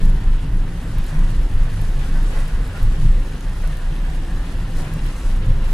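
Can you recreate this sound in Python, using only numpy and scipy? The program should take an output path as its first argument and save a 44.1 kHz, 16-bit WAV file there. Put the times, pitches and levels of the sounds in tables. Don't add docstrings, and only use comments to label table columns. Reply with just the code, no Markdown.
import sys
import numpy as np
from scipy import signal
from scipy.fft import rfft, irfft, next_fast_len
from scipy.io import wavfile
from scipy.ndimage import uniform_filter1d

SR = 44100
rng = np.random.default_rng(int(sys.argv[2]) if len(sys.argv) > 2 else 0)


def output_pcm(signal):
    pcm = np.clip(np.atleast_2d(signal).T, -1, 1) * 32767
    wavfile.write(sys.argv[1], SR, np.round(pcm).astype(np.int16))


N = 252693


def amp(db):
    return 10 ** (np.asarray(db) / 20)


def evened(x):
    return x / np.sqrt(np.mean(x ** 2) + 1e-20)


def slow_noise(width):
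    once = uniform_filter1d(rng.standard_normal(N), width)
    return evened(uniform_filter1d(once, width))


def read(points, hz):
    f, value = np.transpose(points)
    return np.interp(np.log(hz + 1), np.log(f + 1), value)


def follow(rows):
    s, *columns = np.transpose(rows)
    return [np.interp(np.arange(N) / SR, s, c) for c in columns]


# [f/Hz, level/dB]
APART_SPECTRUM = [(60, -29.5), (83, -20), (110, -32), (160, -35), (220, -40), (300, -24.5), (420, -26),
                  (580, -14.5), (810, -11.5), (1120, -12), (1540, -5), (2140, -5.5), (2960, -1.5),
                  (4090, -5.5), (5660, -2.5), (7830, -6.5), (10800, -1), (15000, 0)]
# [f/Hz, phase/rad]
LEFT_LEAD = [(0, 0), (400, 0), (900, .1), (1290, .5), (1720, .3), (2240, 1.3), (3190, .3), (4220, 0),
             (9470, 0), (10600, .9), (14000, .1)]
SPREAD_WAVER_DB = 2.5


def ports(a, b, colour):
    size = next_fast_len(N + 8192)
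    hz = np.fft.rfftfreq(size, 1 / SR)
    share = 1 / (1 + amp(read(APART_SPECTRUM, hz)) ** 2)
    wavering = evened(b * amp(SPREAD_WAVER_DB * slow_noise(2500)))
    together = rfft(a, size) * np.sqrt(share)
    apart = rfft(wavering, size) * np.sqrt(1 - share)
    turn = np.exp(.5j * read(LEFT_LEAD, hz))
    pair = np.array([(together + apart) * turn, (together - apart) / turn])
    return evened(irfft(pair * amp(read(colour, hz)), size)[:, :N])


def drops(colour, per_s, spread_db, t60, gust_db, count=7, size=4096):
    sizes = np.minimum(rng.exponential(1, N), 5)
    blows = amp(spread_db * sizes + gust_db * slow_noise(900))
    blows *= rng.random(N) < per_s / SR
    blows = np.pad(blows, (0, -N % size)).reshape(-1, size)
    patch = rng.integers(0, count, blows.shape) == np.arange(count)[:, None, None]
    decay = amp(-60 * np.arange(size // 2) / SR / t60)
    tails = rng.standard_normal((2, count, len(blows), size // 2)) * decay
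    spectrum = (rfft(blows * patch, 2 * size) * rfft(tails, 2 * size)).sum(1)
    rung = irfft(spectrum, 2 * size)
    rung[:, 1:, :size] += rung[:, :-1, size:]
    a, b = rung[:, :, :size].reshape(2, -1)[:, :N]
    return ports(evened(a), evened(b), colour)


# [start t/s, boom peak level/dB, hold t/s, shudder peak level/dB]
ROAD_BUMPS = [(0.0, -8.5, 0.051, -20.5), (0.234, -10, 0.038, -19.5), (0.5, -13.5, 0.045, -42),
              (0.905, -17, 0.069, -26.5), (1.138, -11, 0.059, -29), (1.31, -15, 0.14, -23.5),
              (1.525, -11.5, 0.059, -22.5), (1.694, -36, 0.02, -23.5), (1.786, -16.5, 0.18, -27),
              (2.077, -13, 0.13, -31), (2.338, -13, 0.019, -29), (2.514, -16, 0.028, -24),
              (2.795, -11, 0.052, -23), (2.985, -10, 0.12, -20), (3.438, -18, 0.0081, -20.5),
              (3.575, -17, 0.055, -39), (3.801, -18, 0.093, -39), (3.984, -15.5, 0.012, -41),
              (4.143, -17.5, .02, -28), (4.3, -20, 0.038, -26), (4.517, -21, 0.077, -27.5),
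              (4.711, -16.5, 0.023, -32), (4.974, -19, 0.053, -30), (5.222, -14.5, 0.11, -27),
              (5.456, -10.5, 0.016, -19), (5.58, -15.5, .12, -33)]
JOLT_S = 0.044


def jolts(column, fade_db_per_s, rest_db):
    t = np.arange(0, N + 64, 64) / SR
    row = np.transpose(ROAD_BUMPS)[:, :, None]
    since = t - row[0]
    rise = np.sin(np.pi / 2 * np.clip(since / JOLT_S, 0, 1)) ** 2
    fade_s = np.clip(since - JOLT_S - row[2], 0, 1)
    swells = rise * amp(row[column] - fade_db_per_s * fade_s)
    level = np.sqrt(amp(rest_db) ** 2 + (swells ** 2).sum(0))
    return np.interp(np.arange(N) / SR, t, level)


# [t/s, f/Hz]
BOOM_PITCH_CURVE = [(0, 24.92), (.75, 25.03), (.95, 27.34), (1.25, 25.23), (2.05, 25.13), (2.3, 26.35),
                    (3.45, 26.13), (3.7, 28.5), (4.05, 28.75), (4.3, 24.93), (4.6, 25.8), (5.73, 26.03)]


def boom():
    waver_hz = 2.4 * slow_noise(2000)
    phase = 2 * np.pi * np.cumsum(follow(BOOM_PITCH_CURVE)[0] + waver_hz) / SR
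    tone = np.sqrt(2) * np.sin(phase)
    return jolts(1, fade_db_per_s=115, rest_db=-27.5) * tone


# [t/s, drone level/dB, tread noise level/dB]
ROAD_LEVELS = [(0, -26, -35), (.3, -32.5, -40), (.55, -29, -39), (.8, -31.5, -38), (1.05, -33, -40),
               (1.25, -28, -36.5), (1.42, -36, -41), (1.48, -40, -30), (1.56, -29.5, -46), (1.7, -30, -42),
               (1.95, -30.5, -42), (2.15, -32, -37), (2.45, -33, -43.5), (2.7, -33, -39),
               (3.05, -29.5, -41), (3.25, -34.5, -40), (3.7, -34.5, -45), (4.02, -35, -39.5),
               (4.3, -36.5, -39.5), (4.6, -30.5, -39.5), (4.95, -30.5, -38), (5.08, -32.5, -39),
               (5.15, -35, -40.5), (5.3, -34.5, -39), (5.48, -30.5, -38), (5.73, -33.5, -38.5)]
# [f/Hz, level/dB per Hz]
SHUDDER_SPECTRUM = [(5, -39), (12, -5), (24, -21), (33, -2.5), (42, 1), (52, -0.5), (62, -6.5), (71, -16),
                    (90, -80), (300, -120)]
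DRONE_SPECTRUM = [(30, -72), (60, -57), (72, -5.5), (88, 0), (97, -3.5), (106, 1), (126, -5), (153, 0),
                  (180, -5.5), (215, -17), (300, -31.5), (900, -120)]
TREAD_SPECTRUM = [(100, -54), (190, 0.5), (225, -3), (245, 1), (300, -2), (340, -5.5), (530, -21.5),
                  (620, -32), (1000, -19), (3000, -120)]
DRONE_JOLT_DB = -12


def road():
    drone_db, tread_db = follow(ROAD_LEVELS)
    shudder_level = jolts(3, fade_db_per_s=106, rest_db=-28)
    drone_level = np.hypot(amp(drone_db), amp(DRONE_JOLT_DB) * shudder_level)
    noise = rng.standard_normal((3, 2, N))
    shudder = shudder_level * ports(*noise[0], SHUDDER_SPECTRUM)
    drone = drone_level * ports(*noise[1], DRONE_SPECTRUM)
    tread = amp(tread_db) * ports(*noise[2], TREAD_SPECTRUM)
    return shudder + drone + tread


# [middle t/s, depth level/dB, 1/e half-width t/s]
RUMBLE_DIPS = [(1.485, -15, 0.016), (1.665, -2, 0.011), (2.07, -1, 0.019), (2.5, -3, 0.024),
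               (2.71, -6, 0.025), (3.42, -0.5, 0.024), (4.45, -3, 0.029), (4.67, -2, 0.018),
               (5.15, -2, 0.029)]


def dips():
    t = np.arange(N) / SR
    return amp(sum(depth_db * np.exp(-((t - s) / width) ** 2) for s, depth_db, width in RUMBLE_DIPS))


# [middle t/s, f/Hz, peak level/dB]
ROAD_HUMS = [(0.064, 104, -23), (0.131, 162.5, -30), (0.217, 101, -25.5), (.356, 132, -28),
             (.443, 146, -24), (0.55, 109, -28), (0.676, 152, -30), (0.857, 96, -33), (0.872, 159, -26),
             (0.964, 108, -28), (.78, 165, -30), (1.161, 151.5, -22.5), (1.215, 178, -28.5),
             (1.313, 113.5, -23.5), (1.529, 96.5, -26.5), (1.67, 113, -23.5), (1.681, 150, -27),
             (1.784, 105, -24), (1.785, 161, -31), (1.908, 140.5, -29.5), (1.995, 138, -26),
             (2.402, 99, -36), (2.569, 88, -28), (2.707, 88.5, -25), (2.843, 102.4, -18.5),
             (3.048, 148.5, -20.5), (3.056, 118.4, -20.5), (3.244, 153.1, -37), (3.351, 159.9, -29.5),
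             (3.699, 149, -30), (3.911, 141.9, -32), (4.1, 165.3, -36), (4.35, 175.5, -31),
             (4.57, 81.6, -32), (4.593, 146, -30), (4.76, 162, -31.5), (4.861, 143.1, -26),
             (4.955, 155, -23), (5.071, 121, -26.5), (5.303, 88.34, -26), (5.487, 82.6, -20.5),
             (5.485, 115, -21), (5.581, 149.5, -28), (5.703, 142, -30)]
HUM_S = 0.038


def hums():
    t = np.arange(-3 * HUM_S, 3 * HUM_S, 1 / SR)
    swell = np.exp(-(t / HUM_S) ** 2)
    margin = SR // 2
    out = np.zeros(N + SR)
    for (s, hz, peak_db), turn in zip(ROAD_HUMS, rng.random(len(ROAD_HUMS))):
        at = round((s + t[0]) * SR) + margin
        out[at:at + len(t)] += amp(peak_db) * swell * np.sin(2 * np.pi * (hz * t + turn))
    return out[margin:margin + N]


# [start t/s, peak level/dB, time to the peak t/s]
PUDDLE_SPLASHES = [(1.09, -41, 0.017), (1.62, -43.5, 0.034), (2.14, -46, 0.024), (2.35, -37, 0.025),
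                   (2.73, -48, 0.016), (3.62, -41.5, 0.024), (4.76, -41.5, 0.038), (5.6, -51, 0.06)]
# [f/Hz, level/dB per Hz]
ARCH_SPECTRUM = [(300, -28), (500, -4.5), (740, -7), (900, -14), (1100, -3.5), (1280, -17), (1480, -7.5),
                 (1620, -23), (1900, -10), (2300, -15), (5000, -33), (9000, -70)]


def splashes():
    t, power = np.arange(N) / SR, np.zeros(N)
    for s, peak_db, rise in PUDDLE_SPLASHES:
        u = np.maximum(t - s, 0) / rise
        power += (amp(peak_db) * u * np.exp(1 - u)) ** 2
    return np.sqrt(power) * drops(ARCH_SPECTRUM, per_s=7000, spread_db=1.6, t60=.04, gust_db=.3)


# [start t/s, base level of modes/dB,
# pitch as a share of the modes, time to the peak t/s, trapped water f/Hz, its level/dB]
WATER_SLAPS = [(2.145, -40, 0.98, .019, 1535, -42.5), (2.346, -35.5, 1.1, 0.014, 1446, -44),
               (2.39, -49, 1.1, 0.018, 1940, -46), (2.745, -41.5, 1, 0.016, 1410, -40.5),
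               (4.752, -46, 0.73, 0.017, 1730, -49), (4.792, -42.5, 0.97, 0.028, 1373, -54)]
# [f/Hz, level/dB]
SILL_MODES = [(500, -14), (785, -4.5), (990, -5), (1250, -16.5), (1800, -18)]
SILL_SCATTER, SILL_SCATTER_DB = .006, 1


def slaps():
    out = np.zeros((2, N))
    hz, db = np.transpose(SILL_MODES)
    draws = rng.standard_normal((len(WATER_SLAPS), 4, len(SILL_MODES) + 1, 1))
    for (s, peak_db, share, rise, ring_hz, ring_db), draw in zip(WATER_SLAPS, draws):
        t = np.arange(0, 8 * rise, 1 / SR)
        detune, scatter, turn, skew = draw
        level_db = np.r_[peak_db + db, ring_db][:, None] + SILL_SCATTER_DB * scatter
        size = amp(level_db) * t / rise * np.exp(1 - t / rise)
        pitch = np.r_[hz * share, ring_hz][:, None] * (1 + SILL_SCATTER * detune)
        phase = 2 * np.pi * (pitch * t + turn)
        pair = [(size * np.sin(phase + 0.22 * side * skew)).sum(0) for side in (-1, 1)]
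        out[:, round(s * SR):][:, :len(t)] += pair
    return out


# [t/s, peak level/dB, relative level of the deeper modes/dB]
LARGE_DROPS = [(.0548, -28, 0), (.099, -30, -4), (.626, -45, -8), (.8345, -34, -12), (.9533, -42, -8),
               (.985, -30, -8), (1.0426, -30, -5), (1.065, -30, -8), (1.1929, -30, -2), (1.3045, -34, 2),
               (1.4112, -42, -6), (1.4903, -43, -6), (1.7183, -39, -10), (1.8157, -29.5, -10),
               (1.9936, -31, 8), (2.0676, -37, -10), (2.2295, -35, -8), (2.4066, -39, -8),
               (2.4813, -31, -7), (2.6775, -34, -9), (2.7774, -36, -8), (2.8191, -39, -6), (2.829, -29, -8),
               (3.0145, -38, -4), (3.0662, -43, -12), (3.1987, -39, -15), (3.2884, -43, -8),
               (3.4081, -28, 6), (3.4966, -37, -3), (3.5699, -35, -14), (3.6169, -36, -6),
               (3.6758, -26.5, -3), (3.771, -28, -4), (3.7819, -41, -6), (3.9425, -38, -8),
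               (4.0197, -41, -6), (4.1454, -40, -6), (4.7101, -41, -6), (4.7717, -32, -1),
               (4.8421, -41, -10), (4.9383, -29, -5), (5.0428, -35, -12), (5.0642, -30, -11),
               (5.1649, -30, -5), (5.712, -32, -2)]
# [f/Hz, relative level/dB, t60/s]
TICK_MODES = [(3930, -6, .004), (6800, -2, .003), (8400, -2, .002), (9500, -3, .002), (10300, -2, .0035),
              (11500, 0, .0025), (12800, -2, .0025), (14200, -17, .002)]
DEEP_HZ = 9000
MODE_SCATTER_DB = 6
SMALL_PER_S, SMALL_DB, SMALL_SPREAD_DB = 45, -47, 5


def ticks():
    t, out = np.arange(600) / SR, np.zeros((2, N + 1000))
    when, size = rng.random((360, 2)).T
    moments = np.cumsum(-np.log(1 - when) / SMALL_PER_S)
    small = np.c_[moments, SMALL_DB + SMALL_SPREAD_DB * (2 * size - 1), -12 * size]
    rows = LARGE_DROPS + [row for row in small if row[0] < N / SR]
    chance = rng.random((len(rows), 3 * len(TICK_MODES)))
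    hz, db, t60 = np.transpose(TICK_MODES)[:, :, None]
    onset = 1 - np.exp(-t / 0.00022)
    for (s, peak_db, deep_db), draw in zip(rows, chance):
        turns, skew, favour = draw.reshape(3, -1, 1)
        mode_db = db + MODE_SCATTER_DB * (2 * favour - 1) + deep_db * (hz < DEEP_HZ)
        envelope = amp(mode_db - 60 * t / t60) * onset
        cycles = hz * t + 0.27 * turns
        ring = np.array([(envelope * np.sin(2 * np.pi * (cycles + 0.15 * side * skew))).sum(0)
                         for side in (-1, 1)])
        ring *= amp(peak_db) / abs(ring).max()
        # delay in s, gain in dB
        for delay, gain_db in ((0, -0.5), (.0022, -19), (.0051, -14)):
            at = round((s + delay) * SR)
            out[:, at:at + len(t)] += amp(gain_db) * ring
    return out[:, :N]


# [t/s, level/dB]
THRUM_LEVEL = [(0.0, -42), (0.16, -49), (2.22, -46), (2.36, -42), (2.41, -46.5), (3.35, -45.5), (3.42, -52),
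               (3.45, -49.5), (5.49, -46), (5.73, -48)]
# [f/Hz, level/dB per Hz]
LINING_SPECTRUM = [(280, -31), (380, -1.5), (450, -3.5), (530, 0), (600, -10), (800, -39.5)]


def thrum():
    lining = drops(LINING_SPECTRUM, per_s=3000, spread_db=2.0, t60=0.06, gust_db=0.8)
    return amp(follow(THRUM_LEVEL)[0]) * lining


# [t/s, level/dB]
SPATTER_LEVEL = [(0, -49.5), (.3, -54), (.6, -54), (.95, -50.5), (1.4, -50), (1.6, -52), (1.85, -49),
                 (2.55, -50.5), (2.8, -49), (3.2, -51.5), (3.7, -50), (3.9, -52), (4.5, -50.5),
                 (4.9, -50.5), (5.3, -48), (5.55, -53), (5.73, -48)]
# [middle t/s, peak level/dB, 1/e half-width of the power t/s]
RAIN_FLURRIES = [(.09, -63, 0.017), (.43, -53, .02), (1.07, -48.5, 0.045), (1.2, -55, 0.024),
                 (1.31, -50, 0.013), (1.74, -56, 0.046), (2.04, -50, 0.041), (2.4, -48.5, 0.092),
                 (2.83, -51, 0.036), (3.03, -52, 0.027), (3.42, -59, 0.017), (3.78, -62, 0.027),
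                 (4.15, -53, 0.027), (4.79, -45, 0.032), (4.94, -52, .02), (5.07, -50, 0.028),
                 (5.2, -50, 0.051), (5.71, -57, .03)]


def spatter_level():
    t, power = np.arange(N) / SR, amp(follow(SPATTER_LEVEL)[0]) ** 2
    for s, peak_db, width in RAIN_FLURRIES:
        power += amp(peak_db) ** 2 * np.exp(-((t - s) / width) ** 2)
    return np.sqrt(power)


# [t/s, level/dB]
PATTER_LEVEL = [(0, -50), (.8, -52.5), (1.6, -49.5), (2.5, -51), (3.6, -50.5), (4.5, -51.5), (5.2, -50.5),
                (5.73, -51.5)]
# [f/Hz, level/dB per Hz]
PATTER_SPECTRUM = [(1200, -22), (2000, 0.5), (2800, 2), (4000, -3.5), (5500, -11.5), (8000, -34)]
GLASS_SPECTRUM = [(1200, -43), (3000, -0.5), (5300, 1), (6900, 0), (9000, -0.5), (10300, 1), (11200, -2.5),
                  (13000, -8.5), (14300, -17), (15600, -21)]
PATTER_FOLLOWS = 0.27
SPATTER_MEAN_DB = -50


def windscreen():
    spatter = drops(GLASS_SPECTRUM, per_s=4000, spread_db=0.9, t60=0.024, gust_db=0.92)
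    patter = drops(PATTER_SPECTRUM, per_s=900, spread_db=1.5, t60=0.03, gust_db=2.1)
    level = spatter_level()
    swing = (level / amp(SPATTER_MEAN_DB)) ** PATTER_FOLLOWS
    return level * spatter + amp(follow(PATTER_LEVEL)[0]) * swing * patter


# [t/s, level/dB]
DRUMMING_LEVEL = [(0.0, -42), (0.67, -43.5), (1.16, -40), (1.43, -42), (2.47, -40), (3.3, -42.5),
                  (5.06, -40.5), (5.39, -41.5), (5.73, -40.5)]
# [f/Hz, level/dB per Hz]
ROOF_SPECTRUM = [(260, -12), (450, -10), (525, -9.5), (613, -2.5), (773, -1), (1040, -2.5), (1300, -3),
                 (1790, -0.5), (2250, -9.5), (2730, -8), (3600, -13), (5000, -20), (7000, -31),
                 (12000, -90)]


def roof():
    drumming = drops(ROOF_SPECTRUM, per_s=6000, spread_db=2.0, t60=0.062, gust_db=-0.26)
    return amp(follow(DRUMMING_LEVEL)[0]) * drumming


def scene():
    rumble = dips() * (boom() + road())
    water = splashes() + slaps()
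    rain = ticks() + thrum() + windscreen() + roof()
    return rumble + hums() + water + rain


def record(dry):
    edge_hz = 15750
    low_pass = signal.firwin(1023, edge_hz, window=("kaiser", 10), fs=SR)
    return signal.oaconvolve(dry, low_pass[None], "same")


dry = scene()
out = record(dry)
output_pcm(out)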